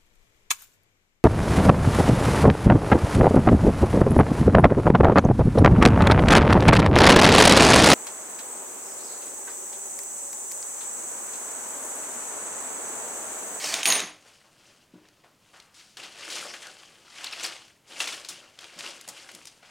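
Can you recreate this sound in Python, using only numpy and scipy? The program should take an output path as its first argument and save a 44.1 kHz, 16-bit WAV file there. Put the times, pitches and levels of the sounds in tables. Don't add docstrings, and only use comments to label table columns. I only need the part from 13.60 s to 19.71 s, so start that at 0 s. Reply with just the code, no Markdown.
import sys
import numpy as np
from scipy import signal
from scipy.fft import rfft, irfft, next_fast_len
from scipy.io import wavfile

SR = 44100
rng = np.random.default_rng(int(sys.argv[2]) if len(sys.argv) > 2 else 0)


def log_audio(samples):
    frames = np.atleast_2d(samples).T
    limited = np.clip(frames, -1, 1)
    pcm = np.round(limited * 32767).astype(np.int16)
    wavfile.write(sys.argv[1], SR, pcm)


N = 269406
T = np.arange(N) / SR

# (frequency [Hz], level [dB])
SCRAPE_TONE = [(41, -79.5), (70, -20), (286, -2.5), (579, -0.5), (679, 2.5), (1470, -1.5), (2120, 2.5),
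               (4480, -1.5), (4910, -2), (5370, 0), (8660, -3), (9490, -10), (10900, -15.5), (16000, -21.5)]
# (time when firmest [s], level [dB], swell [s], fade [s], treble share [dB])
SCISSOR_SKIDS = [(.06, -36.5, 0.091, 0.11, 1.5), (.155, -33, .06, 0.087, -6.5),
                 (.268, -27, 0.012, .16, -25.5)]


def scissor_slide():
    times, level_db, swell, fade, treble_db = np.transpose(SCISSOR_SKIDS)
    pushes = [pressure(*skid, shape=2.1) for skid in zip(times, swell, fade)]
    grain = slips(N, per_s=14000, spread_db=.4) * undb(walk(200))
    low, high = split(colour(grain, SCRAPE_TONE), 5400)
    rasp_swell = np.interp(T, [.03, .06, .13, .15], [0, 1, 1, 0])
    rasp = undb(-5) * unit(band(grain, 4400, octaves=.035)) * rasp_swell
    breakaway = pressure(.043, swell=.002, fade=.009, shape=2.1)
    squeak = undb(-28) * unit(band(grain, 5270, octaves=.03)) * breakaway
    body = together(pushes, level_db) * (unit(low) + rasp)
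    treble = together(pushes, level_db + treble_db) * unit(high)
    return body + treble + squeak


# (frequency [Hz], level [dB], t60 [s])
BLADE_MODES = [(3116, -4, .3), (3155, 0, .32), (3690, -7, .5), (6152, -6.5, .42), (6637, -6, .33),
               (6675, -2, .33), (9314, -1, .33), (9353, -3, .33), (10297, -9, .38), (11416, -12, .3),
               (13388, -11, .22), (15418, -15, .27)]
# (time [s], crack level [dB], ring level [dB], most excited pitch [Hz])
SCISSOR_KNOCKS = [(0.0412, -23.5, -48, 4570), (0.1405, -14, -36, 6400), (0.2311, -19, -31.5, 6600),
                  (.2558, -11.5, -25.5, 13500), (.262, -15, -25.5, 9070), (.273, -18, -20.5, 9400),
                  (.289, -20, -48, 9530), (.302, -15.5, -24, 8160), (.3205, -20, -36, 7500),
                  (.3235, -13, -30, 10000), (.354, -18.5, -36, 4540), (.370, -25, -39, 9000),
                  (.394, -25, -59, 4000), (.403, -21.5, -52, 4000)]
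# (frequency [Hz], level [dB])
CRACK_TONE = [(200, -23.5), (1200, -13), (2600, 6.5), (5000, 3), (9000, -0.5), (11000, -14.5), (16000, -16)]


def scissor_clatter():
    cracks, rings, t = np.zeros(N), np.zeros(N), T[:SR // 2]
    for s, crack_db, ring_db, centre_hz in SCISSOR_KNOCKS:
        add(cracks, s, undb(crack_db) * rng.standard_normal(len(t)) * np.exp(-t / .0025))
        shifts_hz = rng.normal(0, 6.6, len(BLADE_MODES))
        modes = [(hz + shift, db - 7 * np.log2(hz / centre_hz) ** 2, t60)
                 for (hz, db, t60), shift in zip(BLADE_MODES, shifts_hz)]
        add(rings, s, undb(ring_db) * ring(modes, t))
    settle = undb(-60 * np.maximum(T - .48, 0))
    return colour(cracks, CRACK_TONE) + rings * settle


# (frequency [Hz], level [dB])
RUB_TONE = [(41, -54), (70, -36.5), (233, -17.5), (300, -9), (441, -10), (541, -4.5), (1050, -3.5),
            (1170, -2.5), (1810, -4.5), (3040, 2), (3740, -3.5), (4480, -1.5), (7730, -5), (9930, -9),
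            (16000, -34.5)]
# (time when firmest [s], level [dB], swell [s], fade [s], treble share [dB], bass share [dB])
RUB_STROKES = [(.53, -64, 0.066, 0.17, -21, -1), (.69, -56.5, 0.073, 0.12, -7, -15),
               (1.089, -59.5, 0.24, 0.16, -9.5, -9), (1.459, -64.5, 0.14, 0.23, -19, -8.5),
               (1.971, -60.5, 0.14, 0.11, -7, -11), (2.2, -54, 0.049, 0.068, -12, -25),
               (2.389, -46.5, 0.012, 0.18, -10.5, -8.5), (2.65, -43.5, 0.083, 0.046, -12, -28),
               (2.77, -38.5, 0.099, 0.14, -6.5, -10), (3.05, -51.5, 0.19, 0.37, -8.5, -10.5),
               (3.63, -41.5, 0.094, .14, -11.5, -17.5), (3.87, -39, 0.13, 0.094, -11, -11.5),
               (4.318, -46, 0.026, 0.14, -8.5, -10), (4.412, -36.5, 0.027, 0.13, -6.5, -11),
               (4.71, -48.5, 0.044, 0.14, -12, -9), (5.025, -46.5, 0.032, 0.1, -12, -14),
               (5.254, -39, 0.067, 0.098, -10.5, -11), (5.57, -48.5, 0.071, 0.083, -7.5, -16.5),
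               (5.75, -53.5, 0.18, 0.18, -5, -8), (6.06, -54, 0.031, .25, -16.5, -20)]


def rubbing():
    times, level_db, swell, fade, treble_db, bass_db = np.transpose(RUB_STROKES)
    strokes = [pressure(*stroke, shape=1.08) for stroke in zip(times, swell, fade)]
    crackle = fibre_plucks(count=2500, centre_hz=3300, octaves=2.6, cycles=3, spread_db=2.8)
    friction = colour(slips(N, per_s=7000, spread_db=2.8) + .33 * crackle, RUB_TONE)
    friction = patchy(friction, depth_db=3, rate=70)
    friction *= undb(.46 * walk(40) + walk(260))
    bass, rest = split(friction, 570)
    middle, treble = split(rest, 6600)
    shares = [(bass, bass_db), (middle, 0), (treble, treble_db)]
    return sum(unit(part) * together(strokes, level_db + share_db) for part, share_db in shares)


def fibre_plucks(count, centre_hz, octaves, cycles, spread_db):
    out, t = np.zeros(N), T[:SR // 60]
    for when, pitch, size in rng.random((count, 3)):
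        hz = min(centre_hz * 2 ** (octaves * (pitch - .5)), SR / 3)
        gain = undb(-spread_db * np.log(max(size, .03)))
        add(out, when * N / SR, gain * np.sin(2 * np.pi * hz * t) * np.exp(-t * hz / cycles))
    return unit(out)


# (time [s], level before tone shaping [dB], decay [s], pitch [Hz])
NOISE_RUSHES = [(.04, -35.5, 0.011, 730), (.655, -60.5, 0.019, 804), (0.844, -63, 0.041, 800),
                (1.341, -61, 0.059, 328), (1.637, -57.5, 0.036, 880), (1.933, -55.5, 0.087, 1300),
                (2.142, -55.5, 0.19, 4800), (2.37, -40.5, 0.016, 3220), (2.432, -42, 0.026, 2960),
                (2.701, -37.5, 0.057, 3900), (2.846, -44.5, 0.031, 523), (2.937, -36, 0.013, 1950),
                (3.021, -42.5, 0.019, 3040), (3.66, -37.5, 0.012, 3130), (3.724, -37.5, 0.02, 3200),
                (3.807, -36, 0.01, 2900), (3.834, -32, 0.021, 6170), (3.841, -30, 0.011, 2340),
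                (4.402, -25, 0.0093, 3100), (4.415, -33, 0.018, 3830), (4.472, -30, 0.018, 3170),
                (4.523, -35.5, 0.024, 3040), (4.686, -34, 0.022, 5930), (5.188, -34.5, 0.01, 4330),
                (5.476, -51.5, 0.046, 700), (5.486, -32, 0.0094, 7060), (5.689, -39.5, 0.0066, 2000),
                (5.87, -38, 0.0077, 4870), (6.028, -44.5, 0.0044, 920)]


def short_rushes():
    out, t = np.zeros(N), T[:SR // 3]
    attack = 1 - np.exp(-t / .001)
    for s, db, decay, hz in NOISE_RUSHES:
        rush = unit(band(slips(len(t), per_s=6000, spread_db=1), hz, octaves=1.36))
        add(out, s, undb(db) * rush * attack * np.exp(-(t / decay) ** .89))
    return colour(out, [(100, 1), (400, 10), (3000, 7), (9500, 5), (12000, -2), (16000, -3)])


# (time [s], level [dB], length [s], start pitch [Hz], end pitch [Hz])
FINGER_ZIPS = [(2.872, -46.5, 0.08, 5570, 5340), (3.024, -51.5, 0.086, 1678, 1443),
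               (3.666, -34, 0.0078, 4550, 4230), (3.668, -45, 0.026, 2630, 2574),
               (3.722, -36, 0.012, 4630, 4420), (3.725, -40, 0.0177, 2776, 2440),
               (3.829, -33, 0.0108, 8030, 5100), (3.847, -29, 0.0076, 5670, 4100),
               (4.403, -25, 0.0047, 3190, 2550), (4.487, -35, 0.0071, 2330, 2100)]


def yarn_zips():
    out, t = np.zeros(N), T[:SR // 8]
    for s, db, length, start_hz, end_hz in FINGER_ZIPS:
        along = np.minimum(t / length, 1)
        glide_hz = start_hz + (end_hz - start_hz) * along
        jitter = 1 + .1 * walk(1100)[:len(t)]
        phase = 2 * np.pi * np.cumsum(glide_hz * jitter) / SR
        grip = np.sin(np.pi * along) * undb(3 * walk(300)[:len(t)] - 2)
        add(out, s, undb(db) * grip * (2 * np.sin(phase) + .5 * np.sin(phase / 2)))
    return out


# (time [s], level before tone shaping [dB], pitch [Hz])
STITCH_SNAGS = [(1.486, -47, 4050), (2, -39.5, 3950), (2.3697, -34.5, 3940), (2.849, -50, 3000),
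                (3.069, -34, 5130), (3.643, -22, 5070), (3.789, -37, 4500), (3.797, -30, 3330),
                (3.864, -26, 6500), (4.08, -45, 3470), (4.577, -34, 3040), (4.648, -30.5, 4360),
                (4.989, -33.5, 3640), (5.009, -39, 8000), (5.0418, -34, 3000), (5.207, -28.5, 3100),
                (5.263, -29.5, 2960), (5.411, -32, 6940), (5.477, -30.5, 6640), (5.716, -38, 7000),
                (5.749, -30, 7060), (5.814, -47, 1990), (5.854, -33, 6000)]


def stitch_ticks():
    out, t = np.zeros(N), T[:SR // 20]
    release = (1 - np.exp(-t / .0006)) * np.exp(-t / .0028)
    for s, db, hz in STITCH_SNAGS:
        tick = unit(band(rng.standard_normal(len(t)), hz, octaves=.91)) * release
        add(out, s, undb(db) * tick)
    return colour(out, [(200, 12), (8000, -3.5), (10500, -2.5), (16000, -12)])


# (time [s], level [dB])
TABLE_PUSHES = [(0.421, -39), (1.336, -42), (4.706, -52), (5.161, -49.5), (5.478, -49), (5.737, -50)]
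# (frequency [Hz], level [dB], t60 [s])
TABLE_MODES = [(123, -16, 0.29), (176, -2.5, 0.15), (250, 11, 0.041), (307, -5.5, 0.31), (359, -1, 0.12)]


def table_bumps():
    out, t = np.zeros(N), T[:SR // 3]
    attack = 1 - np.exp(-t / .01)
    for s, db in TABLE_PUSHES:
        add(out, s, undb(db) * attack * ring(TABLE_MODES, t))
    return out


# (frequency [Hz], level [dB])
ECHO_WIDTH = [(100, -9), (700, 1.5), (2400, -12.5), (7000, 1.5), (12000, -7)]


def room(x, pan, wet_db, side_db, t60):
    t = T[:SR // 2]
    fade = undb(-60 * t / t60) * (t > .005)
    late = band(rng.standard_normal(len(t)), 1200, octaves=5.1) * fade
    early = colour(rng.standard_normal(len(t)), ECHO_WIDTH) * fade ** 2
    mid, side = (signal.fftconvolve(x, h / np.linalg.norm(h))[:N] for h in (late, early))
    left_right = np.array([[1], [-1]])
    stereo = x + undb(wet_db) * mid + undb(side_db) * side * left_right
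    size = next_fast_len(N + SR)
    pan_db = np.interp(np.fft.rfftfreq(size, 1 / SR), *np.transpose(pan))
    return irfft(rfft(stereo, size) * undb(left_right * pan_db / 2), size)[:, :N]


# (frequency [Hz], level [dB])
NOISE_FLOOR = [(25, -6), (60, -5), (120, 2), (250, 0), (700, -7), (1400, -9), (3000, -15), (8000, -17),
               (16000, -24)]


def room_tone():
    mid, side = (unit(colour(rng.standard_normal(N), NOISE_FLOOR)) for _ in range(2))
    return undb(-65) * (mid + undb(-17) * side * np.array([[1], [-1]]))


def slips(count, per_s, spread_db):
    sizes = undb(spread_db * np.minimum(rng.exponential(size=count), 5))
    releases = sizes * rng.choice([-1, 1], count) * (rng.random(count) < per_s / SR)
    return unit(releases + .33 * rng.standard_normal(count))


def patchy(x, depth_db, rate):
    out = 0
    for hz in np.geomspace(350, 11000, 11):
        low, x = split(x, hz)
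        out = out + low * undb(depth_db * walk(rate))
    return out + x


def pressure(s, swell, fade, shape):
    away = np.maximum((s - T) / swell, (T - s) / fade)
    return np.exp(-np.abs(away) ** shape)


def together(envelopes, levels_db):
    return np.sqrt(undb(levels_db) ** 2 @ np.square(envelopes))


def ring(modes, t):
    phases = rng.uniform(0, 2 * np.pi, len(modes))
    return sum(undb(db - 60 * t / t60) * np.sin(2 * np.pi * hz * t + phase)
               for (hz, db, t60), phase in zip(modes, phases))


def walk(rate):
    return 1.2 * np.interp(T * rate, np.arange(N // 10), rng.standard_normal(N // 10))


def colour(x, points):
    hz, db = np.transpose(points)
    f = np.maximum(np.fft.rfftfreq(4096, 1 / SR), 1)
    cepstrum = irfft(np.log(undb(np.interp(np.log(f), np.log(hz), db))))
    response = irfft(np.exp(rfft(2 * cepstrum[:len(f) - 1], len(cepstrum))))
    return signal.fftconvolve(x, response / np.linalg.norm(response))[:len(x)]


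def band(x, hz, octaves):
    edges = np.clip([hz / 2 ** (octaves / 2), hz * 2 ** (octaves / 2)], 10, [.4 * SR, .48 * SR])
    return signal.sosfilt(signal.butter(1, edges, "band", fs=SR, output="sos"), x)


def split(x, hz):
    low = signal.sosfiltfilt(signal.butter(2, hz, fs=SR, output="sos"), x)
    return low, x - low


def add(track, s, sound):
    start = max(int(s * SR), 0)
    track[start:start + len(sound)] += sound[:N - start]


def undb(db):
    return 10 ** (np.asarray(db) / 20)


def unit(x):
    return x / np.sqrt(np.mean(x ** 2))


# (frequency [Hz], left minus right [dB])
SCISSORS_BALANCE = [(100, .8), (900, 1), (3000, 0), (6300, -1), (9300, -1.8), (11000, -.6), (15000, -.2)]
# (frequency [Hz], left minus right [dB])
HANDLING_BALANCE = [(100, -1), (400, 2.5), (2400, 1.5), (4400, 2.5), (8000, 2), (15000, -2)]


def scene():
    steel = scissor_slide() + scissor_clatter()
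    scissors = room(steel, SCISSORS_BALANCE, wet_db=-14, side_db=-24, t60=.33)
    soft_sounds = rubbing() + short_rushes() + yarn_zips() + stitch_ticks() + table_bumps()
    handling = room(soft_sounds, HANDLING_BALANCE, wet_db=-13.5, side_db=-27, t60=.34)
    return scissors + handling + room_tone()


def record(dry):
    return signal.sosfilt(signal.ellip(10, .2, 70, 16200, fs=SR, output="sos"), dry)


dry = scene()
out = record(dry)
log_audio(out)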